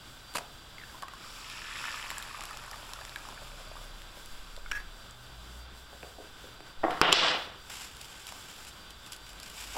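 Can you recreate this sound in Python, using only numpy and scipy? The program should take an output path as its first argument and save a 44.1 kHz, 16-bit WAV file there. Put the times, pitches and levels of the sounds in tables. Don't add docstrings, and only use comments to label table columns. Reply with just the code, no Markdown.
import sys
import numpy as np
from scipy import signal
from scipy.fft import rfft, irfft, next_fast_len
from scipy.io import wavfile
from scipy.ndimage import map_coordinates

SR = 44100
rng = np.random.default_rng(int(sys.argv[2]) if len(sys.argv) > 2 else 0)


def inscribe(sig):
    pcm = np.round(np.clip(np.atleast_2d(sig).T, -1, 1) * 32767)
    wavfile.write(sys.argv[1], SR, pcm.astype(np.int16))


N = 430857

# (time [s], relative bubbling level [dB], relative fizz level [dB])
FRYING_COURSE = [(1.1, -69, -74), (1.25, -67, -56.5), (1.35, -56, -56), (1.5, -40, -52), (1.65, -34.5, -54),
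                 (1.87, -29.5, -49.5), (2.2, -37, -53.5), (2.7, -41.5, -57), (3.03, -46, -58),
                 (3.75, -50, -60), (3.9, -56, -65), (4.6, -76, -63.5)]
# (frequency [Hz], relative density [dB])
RUSTLE_SPECTRUM = [(240, -34), (400, -1.5), (562, -12), (865, 1), (1330, -1), (1560, 2.5), (1760, -2),
                   (2930, 4.5), (4310, -3.5), (5270, 1.5), (6240, -6), (7510, 2.5), (8370, -6),
                   (13500, -11), (16000, -23)]


def amp(db):
    return 10 ** (np.asarray(db) / 20)


def unit(x):
    return x / np.sqrt(np.mean(x ** 2) + 1e-20)


def along(points, hz):
    f, v = np.transpose(points)
    return np.interp(np.log(hz + 1), np.log(f + 1), v)


def curves(rows, silent=False):
    s, *cols = np.transpose(rows)
    edge = -120 if silent else None
    return [np.interp(np.arange(N) / SR, s, c, edge, edge) for c in cols]


def wobble(rate):
    knots = rng.standard_normal(int(N * rate / SR) + 4)
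    return map_coordinates(knots, [np.arange(N) * rate / SR])


def filtered(x, response):
    m = next_fast_len(N + SR // 2)
    return irfft(rfft(x, m) * response(np.fft.rfftfreq(m, 1 / SR)), m)[..., :N]


def coloured(x, spectrum):
    size = 4096
    level_db = np.maximum(along(spectrum, np.fft.rfftfreq(size, 1 / SR)), -70)
    cepstrum = irfft(np.log(amp(level_db)))
    cepstrum[1:size // 2] *= 2
    cepstrum[size // 2 + 1:] = 0
    pulse = irfft(np.exp(rfft(cepstrum)))
    return signal.fftconvolve(x, pulse / np.linalg.norm(pulse))[:N]


def resonances(peaks):
    def response(f):
        total = 0
        for k, (centre, width, db) in enumerate(peaks):
            damping = 1j * f * width
            total = total + (-1) ** k * amp(db) * damping / (centre * centre - f * f + damping)
        return total
    return response


def grit(spiky_db, rate):
    return unit(rng.standard_normal(N) * amp(spiky_db * wobble(rate)))


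def placed(s, waves):
    at = np.round(s * SR).astype(int)[:, None] + np.arange(waves.shape[1])
    return np.bincount(at.ravel(), waves.ravel(), N + SR)[:N]


def bubbles(s, db, hz, t60, size):
    t = np.arange(size)[None] / SR
    phase = 2 * np.pi * hz[:, None] * t * (1 + 0.039 * t / t60[:, None])
    onset = 1 - np.exp(-t / 0.00035)
    return placed(s, amp(db[:, None] - 60 * t / t60[:, None]) * onset * np.sin(phase))


def bursts(s, db, t60):
    t = np.arange(SR // 20)[None] / SR
    shape = amp(db[:, None] - 60 * t / np.abs(t60)[:, None])
    waves = shape * rng.standard_normal((len(s), t.size))
    waves *= np.linalg.norm(shape, axis=1, keepdims=True) / np.linalg.norm(waves, axis=1, keepdims=True)
    return placed(s, waves)


def strokes(s, hold, fade_db_s, db, attack):
    power, t = np.zeros(N + SR), np.arange(SR) / SR
    for start, keep, fade, level in np.broadcast(s, hold, fade_db_s, db):
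        late = np.maximum(t - attack - keep, 0)
        power[round(start * SR):][:SR] += (np.minimum(t / attack, 1) * amp(level - fade * late)) ** 2
    return np.sqrt(power[:N])


def background():
    # (frequency [Hz], relative density [dB])
    rumble_spectrum = [(11, -7), (18, 1), (32, 7), (70, 7), (146, -36), (160, -8), (210, -40), (350, -120)]
    hiss_spectrum = [(53, -11), (90, 1), (429, -6.5), (1110, -4), (1540, -2), (1750, -9.5), (2380, -11),
                     (3430, -4), (4260, -13.5), (4750, -9), (6720, -18.5), (7330, -12), (8720, -19),
                     (14700, -22.5), (16000, -24)]
    # (frequency [Hz], half width [Hz], level [dB rms])
    whine_lines = [(1540, 40, -65.5), (3544, 22, -67), (3984, 43, -68.5), (4680, 11, -65.5),
                   (7680, 10, -74), (15650, 3, -99)]
    # (time [s], hold [s], level [dB])
    sway_swells = [(4.225, 0.36, -45.5), (6.69, 0.073, -41)]
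    # (time [s], level [dB])
    mains_levels = [(0, -64), (4, -62.5), (4.4, -87), (5.2, -57.5), (6.2, -69), (9.77, -77)]

    rumble = amp(-59.0) * unit(coloured(grit(0.33, rate=5), rumble_spectrum))
    s, hold, db = np.transpose(sway_swells)
    sway_gain = amp(-62) + strokes(s, hold, 56, db, attack=0.14)
    sway = sway_gain * unit(wobble(25))

    hiss = amp(-51.5) * coloured(grit(1.0, rate=16), hiss_spectrum)
    treble = filtered(hiss, lambda f: 1 / (1 + (5000 / (f + 1)) ** 6))
    hiss += treble * (amp(2.3 * wobble(13) - 0.73) - 1)

    def line(f, hz, width):
        return np.sqrt(SR / np.pi / width) / (1 + ((f - hz) / width) ** 2)

    whines = filtered(rng.standard_normal(N),
                      lambda f: sum(amp(db) * line(f, hz, width) for hz, width, db in whine_lines))
    mains_gain = amp(curves(mains_levels)[0] + 1.8 * wobble(5.2))
    mains = mains_gain * np.sin(2 * np.pi * 120.5 * np.arange(N) / SR)
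    return rumble + sway + hiss + whines + mains


def engines():
    # (pulls away at [s], firing rate gained [Hz], time constant of the gain [s])
    pulls = [(4.949, 33.94, 0.39), (8.78, 25.8, 0.77)]
    # (time [s], level [dB rms])
    engine_levels = [
        [(0, -64), (3.2, -54), (4.85, -49), (5.1, -61), (5.6, -44.5), (5.76, -57), (5.95, -52), (6.25, -68)],
        [(8.85, -69), (9.33, -53.5), (9.51, -68), (9.7, -51), (9.77, -59)],
    ]
    idle_hz = 32

    out, t = 0, np.arange(N) / SR
    for (s, gain_hz, gain_s), level in zip(pulls, engine_levels):
        hz = idle_hz + gain_hz * (1 - np.exp(-np.maximum(t - s, 0) / gain_s))
        db, = curves(level, silent=True)
        gain = np.sqrt(2) * amp(db + 2.4 * wobble(5.4))
        phase = 2 * np.pi * np.cumsum(hz * (1 + 0.022 * wobble(11.0))) / SR
        out = out + gain * np.sin(phase)
    return out


def foil():
    # (time [s], relative level [dB])
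    bed_levels = [(7.66, -58), (7.8, -54.5), (8.6, -52.5), (8.75, -61), (9.2, -66), (9.35, -59),
                  (9.77, -42)]
    # (time [s], hold [s], relative level [dB])
    crumples = [(7.695, 0.073, -44), (7.794, 0.052, -43), (8.007, 0.0046, -48), (8.272, 0.013, -45),
                (8.664, 0.016, -48), (8.897, .005, -56), (9.062, 0.0074, -54), (9.115, 0.012, -46),
                (9.26, .01, -53), (9.287, 0.0064, -50), (9.429, .005, -50), (9.458, 0.01, -48),
                (9.563, 0.035, -46.5), (9.6, 0.025, -45.5)]

    s, hold, db = np.transpose(crumples)
    bed_gain = amp(curves(bed_levels, silent=True)[0])
    gain = np.hypot(bed_gain, strokes(s, hold, 450, db, attack=0.0052))
    return gain * coloured(grit(2.2, rate=200) * amp(1.06 * wobble(30)), RUSTLE_SPECTRUM)


def bumps():
    # (time [s], relative level [dB], centre [Hz])
    dull_thuds = [(0.362, -37, 640), (0.39, -41, 680), (0.407, -39, 690), (5.928, -44, 668),
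                  (6.028, -36.5, 497), (6.044, -46, 540), (6.183, -37.5, 445), (6.197, -39, 533),
                  (6.439, -42, 434), (6.604, -45, 336), (6.833, -29, 230), (9.749, -38.5, 820),
                  (9.757, -36, 520), (9.765, -24.5, 560)]
    t60_s, rise_s = 0.04, 0.0011

    out, t = np.zeros(N + SR), np.arange(SR // 6) / SR
    shape = amp(-60 * t / t60_s) * (1 - np.exp(-t / rise_s))
    for s, db, hz in dull_thuds:
        band = signal.butter(3, [0.58 * hz, 1.42 * hz], "band", fs=SR, output="sos")
        puff = shape * signal.sosfilt(band, rng.standard_normal(t.size))
        out[round(s * SR):][:t.size] += amp(db) * puff * np.linalg.norm(shape) / np.linalg.norm(puff)
    return out[:N]


def jolts():
    # (time [s], relative level [dB])
    knocks = [(6.834, -21.5), (6.839, -14), (6.848, -14), (6.855, -15), (6.868, -16), (6.882, -22.5),
              (6.896, -22), (6.912, -28), (6.928, -24.5), (6.935, -29)]
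    # (frequency [Hz], width [Hz], relative level [dB])
    drawer_modes = [(323, 70, -4), (715, 70, 4), (1125, 60, -1), (1400, 150, -11), (2050, 100, -14),
                    (3000, 600, -26)]
    t60_s, gain_db = 0.0063, 21

    s, db = np.transpose(knocks)
    pushes = bursts(s, db + gain_db, 0 * s + t60_s)
    wood = resonances(drawer_modes)
    return filtered(pushes, lambda f: wood(f) / (1 + 1j * f / 3000) ** 3)


def catch_clicks():
    # (time [s], relative levels of low modes [dB], high modes [dB] and the 5 kHz mode [dB])
    blows = [(7.0146, -0.5, -21, -8), (7.018, -28, -27, -22), (7.1273, -15, -10.5, -14),
             (7.1266, -17, -7, -13), (7.1292, -14, -13, -11), (7.1322, -18, -20, -20)]
    # (starting pitch [Hz], relative level [dB], t60 [s])
    catch_modes = [(112, -59, 0.044), (403, -11.5, 0.017), (1210, 4.5, 0.0051), (2580, -12, 0.017),
                   (3120, 8, 0.0051), (4970, 6, 0.0035), (7250, -4, 0.0068), (8900, -15, 0.0056),
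                   (10900, -31, 0.0044)]
    snap_db = -8

    s, low_db, high_db, mid_db = np.transpose(blows)
    out = coloured(bursts(s, np.maximum(high_db, mid_db) + snap_db, 0 * s + 0.005), RUSTLE_SPECTRUM)
    for hz, db, t60 in catch_modes:
        blow_db = low_db if hz < 2800 else mid_db if 4000 < hz < 6000 else high_db
        out = out + bubbles(s, db + blow_db, hz + 0 * s, t60 + 0 * s, size=5000)
    return out


def slide():
    # (time [s], hold [s], fade [dB/s], relative levels: dull part [dB], bright part [dB], its treble [dB])
    pushes = [(6.831, 0.0041, 108, -32.5, -60, -65), (6.9, .005, 99, -35.5, -45, -41),
              (7.014, 0.093, 698, -27, -28.5, -33.5), (7.118, 0.16, 128, -33.5, -29.5, -21),
              (7.212, 0.13, 106, -34.5, -36, -49)]
    # (frequency [Hz], relative density [dB])
    dull_spectrum = [(60, -21), (229, -13.5), (324, -4.5), (572, -1), (772, 0), (1150, 1), (1550, -5),
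                     (2000, -7), (2800, -33), (5000, -65)]
    bright_spectrum = [(900, -24), (1500, 1), (2000, -2), (2970, -1), (3750, -2.5), (4390, -9),
                       (4900, -7.5), (5600, -14.5), (6570, -25.5), (7900, -25.5), (8500, -33.5),
                       (14000, -63)]
    # (frequency [Hz], width [Hz], relative level [dB])
    metal_modes = [(158.6, 19, 10.5), (340, 20, 10), (501, 7.9, 4), (640, 7.4, 10), (699, 12, 3.5),
                   (936, 43, 7), (1127, 13, 0), (1324, 27, 11), (2500, 20, 2), (2760, 26, 11),
                   (2900, 370, 3), (3450, 24, 13.5), (4030, 77, -11), (5000, 100, -13), (5100, 79, -16)]
    treble_hz, attack_s = 3720, 0.0036

    metal = resonances(metal_modes)

    def body(f):
        return 1 + 0.86 * metal(f)

    s, hold, fade_db_s, *levels_db = np.transpose(pushes)
    dull_grit = grit(1.0, rate=110) * amp(2.6 * wobble(500))
    dull = unit(filtered(coloured(dull_grit, dull_spectrum), body))
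    bright_grit = grit(0.94, rate=94) * amp(1.1 * wobble(650))
    bright = unit(filtered(coloured(bright_grit, bright_spectrum), body))
    treble = filtered(bright, lambda f: 1 / (1 + (treble_hz / (f + 1)) ** 10))
    parts = dull, bright - treble, treble
    return sum(strokes(s, hold, fade_db_s, db, attack_s) * part for db, part in zip(levels_db, parts))


def ring():
    # (frequency [Hz], width [Hz], relative level [dB])
    cup_modes = [(1667, 180, 4), (2310, 120, -15), (2690, 60, -5.5), (5460, 210, -15)]
    # (time [s], relative level [dB], t60 [s])
    taps = [(4.714, -20.5, 0.013), (4.717, -33, 0.01), (4.7184, -21.5, 0.011)]
    # (time [s], hold [s], fade [dB/s], relative level [dB])
    swells = [(4.724, 0.009, 700, -38.5), (4.748, 0.024, 600, -36), (4.785, .012, 260, -46)]
    pure = 0.6
    upper_fade = 1.7

    s, db, t60 = np.transpose(taps)
    tap = coloured(bursts(s, db - 13.5, t60), RUSTLE_SPECTRUM)
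    for hz, _, level in cup_modes:
        scattered_hz = hz * (1 + 0.049 * rng.standard_normal(len(s)))
        tap += bubbles(s, db + 0.48 * level, scattered_hz, t60, size=2000)

    noise = rng.standard_normal(N)
    low = filtered(noise, resonances(cup_modes[:1]))
    upper = filtered(noise, resonances(cup_modes[1:]))
    tone_hz = cup_modes[0][0] * (1 + 0.0065 * wobble(40))
    tone = np.sqrt(2) * np.sin(2 * np.pi * np.cumsum(tone_hz) / SR)
    scale = np.std(low)
    low = np.sqrt(pure) * scale * tone + np.sqrt(1 - pure) * low
    s, hold, fade_db_s, db = np.transpose(swells)
    hum = strokes(s, hold, fade_db_s, db, attack=0.0039) * low
    hum += strokes(s, hold / upper_fade, fade_db_s * upper_fade, db, attack=0.008) * upper
    return tap + hum / scale


def cracks_and_ticks():
    # (time [s], relative levels of bright edge [dB] and body [dB])
    sharp_events = [(0.339, -40, -61), (0.349, -36, -55), (0.3524, -34, -28), (0.355, -32, -25),
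                    (0.3575, -29, -23.5), (0.361, -33, -28.5), (0.3664, -31, -33), (0.371, -29, -30),
                    (0.383, -32, -22.5), (0.386, -37, -33), (0.782, -50, -49), (0.9778, -53, -43.5),
                    (1.023, -38, -36), (1.0333, -46, -38), (1.0825, -42, -40), (1.1363, -47, -52),
                    (4.801, -47, -36), (6.0304, -51, -31.5), (6.605, -53, -37), (6.839, -59, -21),
                    (6.908, -41, -26), (7.968, -41, -52), (8.013, -35.5, -46), (8.045, -41, -61),
                    (8.083, -50, -60), (8.203, -46, -60), (8.268, -34, -57), (8.3227, -40, -39),
                    (8.6495, -41, -52), (8.686, -41, -58), (8.9058, -39.5, -57), (9.063, -41, -57),
                    (9.1214, -33.5, -58), (9.1314, -36, -60), (9.164, -40, -62), (9.292, -44, -55),
                    (9.331, -46, -60), (9.4, -38.5, -44), (9.431, -35, -60), (9.461, -43, -64),
                    (9.499, -41, -46)]
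    # (frequency [Hz], relative density [dB])
    edge_spectrum = [(1470, -30), (2500, -0.5), (2970, 3.5), (3830, 0), (4760, 2), (6200, -6), (7650, 0.5),
                     (8600, -11), (9360, -1.5), (13100, -11), (16000, -23)]
    body_spectrum = [(120, -9), (200, 0), (401, -10.5), (588, 4), (1040, 4), (1610, -2), (2660, -4.5),
                     (3500, -16.5), (4550, -74), (7700, -120)]
    # (starting pitch [Hz], t60 [s])
    shell_modes = [(1080, 0.01), (2500, 0.0083)]
    # (time [s], low mode level [dB], high mode level [dB])
    fractures = [(0.352, -24, -34), (0.354, -24, -36), (0.358, -21, -36), (0.361, -30, -40),
                 (0.3663, -45, -23), (.371, -40, -22), (0.3826, -26, -32)]
    edge_t60_s, body_t60_s = 0.016, 0.0072

    s, edge_db, body_db = np.transpose(sharp_events)
    edge = bursts(s, edge_db, 0 * s + edge_t60_s)
    body = bursts(s, body_db, 0 * s + body_t60_s)
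    s, *levels_db = np.transpose(fractures)
    shell = sum(bubbles(s, db, hz + 0 * s, t60 + 0 * s, size=1500)
                for db, (hz, t60) in zip(levels_db, shell_modes))
    return shell + coloured(edge, edge_spectrum) + coloured(body, body_spectrum)


def fizz():
    # (frequency [Hz], relative density [dB])
    fizz_spectrum = [(530, -51.5), (900, 9.5), (1340, 12), (1550, -1.5), (1830, -2.5), (1990, -10),
                     (2420, -2), (4010, -3.5), (5410, 2), (6110, -5.5), (7770, 4.5), (8450, -14),
                     (9420, 0.5), (14400, -11), (16000, -35)]
    spit_db, droplet_db = -8, -1

    when, strength = rng.random((2, 520))
    tiny_spits = unit(bursts(when * 2.9 + 1.6, -2.8 * np.log(strength + 0.03), 0.003 + 0.001 * strength))
    when, pitch, strength = rng.random((3, 9000))
    hz = 2000 * 5 ** pitch
    droplets = unit(bubbles(when * 3.5 + 1.1, -2.6 * np.log(strength + 0.01), hz, 14 / hz, size=200))
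    smooth = grit(0.6, rate=170) * amp(0.45 * wobble(41.2))
    out = coloured(amp(droplet_db) * droplets + smooth + amp(spit_db) * tiny_spits, fizz_spectrum)
    wet = np.interp(np.arange(N) / SR, [1.8, 2.2], [1, 0])
    out += wet * filtered(out, lambda f: 0.6 / (1 + ((f - 5400) / 500) ** 2)
                          - 0.3 / (1 + (8800 / (f + 1)) ** 10))
    return amp(curves(FRYING_COURSE, silent=True)[1]) * out


def bubbling():
    # (frequency [Hz], width [Hz], relative level [dB])
    pan_modes = [(580, 62, -7.5), (1260, 83, -20), (1740, 75, -3), (2550, 300, 5), (3540, 670, -4)]
    first_hz, last_hz, deepen_s = 2250, 498, 0.69
    spread = 3.32

    times, bubbling_db, _ = np.transpose(FRYING_COURSE)
    when, pitch, strength, life = rng.random((4, 2600))
    s = 1.15 + 3.4 * when ** 2.2
    lowest_hz = last_hz + (first_hz - last_hz) * np.exp(-(s - times[0]) / deepen_s)
    hz = lowest_hz * spread ** pitch
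    crowding_db = 4 * np.log10(when + 0.028)
    size_db = -(1.97 + 2.24 * when) * np.log(strength + 0.012)
    db = np.interp(s, times, bubbling_db) + crowding_db + size_db
    swarm = bubbles(s, db, hz, (6 + 11 * life) / hz, size=900)
    pan = resonances(pan_modes)
    return filtered(swarm, lambda f: 0.5 + pan(f))


def drips_and_plops():
    # (time [s], level [dB], starting pitch [Hz])
    drops = [(0.782, -37, 2100), (0.798, -42, 1980), (0.814, -41, 1820), (0.826, -42, 1740),
             (0.836, -36.5, 1690), (0.896, -42, 1650), (0.946, -39, 1020), (0.954, -39, 1030),
             (1.026, -30.5, 1140), (1.033, -29, 1070), (1.083, -33, 1200), (1.136, -35.5, 1090),
             (1.17, -49, 1200), (1.21, -43, 1300), (1.245, -40, 1230), (1.261, -41, 1180),
             (1.276, -49, 1290), (1.589, -39, 1260), (1.686, -33, 1260), (1.712, -31, 1760),
             (1.724, -31, 1750), (1.777, -33, 2460), (1.853, -29, 1310), (1.874, -31, 1750),
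             (1.882, -28, 1340), (1.906, -29, 1770), (1.942, -26.5, 1230), (2.088, -42, 1250),
             (2.171, -29.5, 1680), (2.255, -42, 1060), (2.274, -41, 1610), (2.311, -33, 1190),
             (2.346, -30, 1180), (2.415, -29.5, 1180), (2.447, -35, 1010), (2.51, -28.5, 1250),
             (2.53, -34, 1210), (2.638, -36, 1440), (2.678, -34, 1130), (2.715, -36, 1310),
             (2.741, -31.5, 1170), (2.892, -38, 1020), (2.935, -35, 1010), (2.961, -36, 1370),
             (2.989, -34, 1190), (3.013, -35, 1660), (3.16, -25.5, 1625), (3.252, -34, 1200),
             (3.287, -30.5, 1010), (3.377, -34.5, 1500), (3.715, -34, 620), (3.755, -36, 970),
             (3.767, -34, 1150), (4.173, -39, 576), (4.577, -35.5, 594), (4.661, -31, 1440)]
    plop_t60_s, drip_t60_s, neighbour_db = 0.019, 0.029, -8.5

    s, db, hz = np.transpose(drops)
    t60 = np.where(s < FRYING_COURSE[2][0], drip_t60_s, plop_t60_s)
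    neighbour_hz = hz * (1.21 + 0.39 * rng.random(len(s)))
    neighbours = bubbles(s, db + neighbour_db, neighbour_hz, t60, size=2000)
    return bubbles(s, db, hz, t60, size=2000) + neighbours


def fat_spits():
    # (time [s], relative level [dB], treble up and middle down by [dB])
    spit_events = [(1.4444, -36, -6), (1.4994, -33, -3), (1.938, -43, -5), (2.1038, -20.5, -4.5),
                   (2.1122, -28, -1), (2.1822, -23.5, 1), (2.2258, -27, -2), (2.3444, -43, -4),
                   (2.4084, -29, 0.1), (2.4236, -31, -3), (2.4374, -29, 1), (2.4543, -28.5, 1),
                   (2.5094, -39, 4), (2.5324, -46, 3), (2.5722, -25, -2), (2.639, -33, -3),
                   (2.7133, -33.5, 5), (2.759, -38, 3), (2.9351, -24.5, -2), (2.959, -46, 1),
                   (3.0116, -35, -1), (3.051, -28, -2.5), (3.0949, -34, -4), (3.1597, -26, -4),
                   (3.2884, -39, 2), (3.842, -43, -3), (4.019, -36, -3), (4.2593, -35, 3), (4.565, -33, -4),
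                   (5.1098, -40, 5)]
    # (frequency [Hz], relative density [dB])
    spit_spectrum = [(500, -19), (1500, -3), (2600, -1.5), (4000, 4), (5400, 5), (6200, -3.5), (7600, 3.5),
                     (8600, -7), (11000, -3), (16000, -18)]
    gain_db, t60_s = -1.5, 0.005

    s, db, bright_db = np.transpose(spit_events)
    low = coloured(bursts(s, db + gain_db - bright_db, 0 * s + t60_s), spit_spectrum)
    high = coloured(bursts(s, db + gain_db + bright_db, 0 * s + t60_s), spit_spectrum)
    return high + filtered(low - high, lambda f: 1 / (1 + (f / 4600) ** 8))


def kitchen(x):
    # (frequency [Hz], t60 [s])
    room_t60 = [(300, 0.45), (2000, 0.37), (10000, 0.17)]

    hz, t, z = signal.stft(rng.standard_normal(SR // 2), SR, nperseg=256)
    fade = amp(-60 * t / along(room_t60, hz)[:, None])
    tail = signal.istft(z * fade, SR, nperseg=256)[1]
    return signal.fftconvolve(np.pad(x, (200, 0)), tail / np.linalg.norm(tail))[:N]


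def scene():
    sizzle = bubbling() + fizz()
    pops = drips_and_plops() + fat_spits()
    snaps, thuds, knocks = cracks_and_ticks(), bumps(), jolts()
    room = kitchen(amp(-11) * (pops + knocks) + amp(-14) * snaps + amp(-5) * thuds)
    near = pops + snaps + knocks + thuds + room + sizzle
    handling = catch_clicks() + slide() + ring() + foil()
    return (near + handling + engines() + background())[None]


def record(dry):
    return filtered(dry, lambda hz: hz < 15900)


dry = scene()
out = record(dry)
inscribe(out)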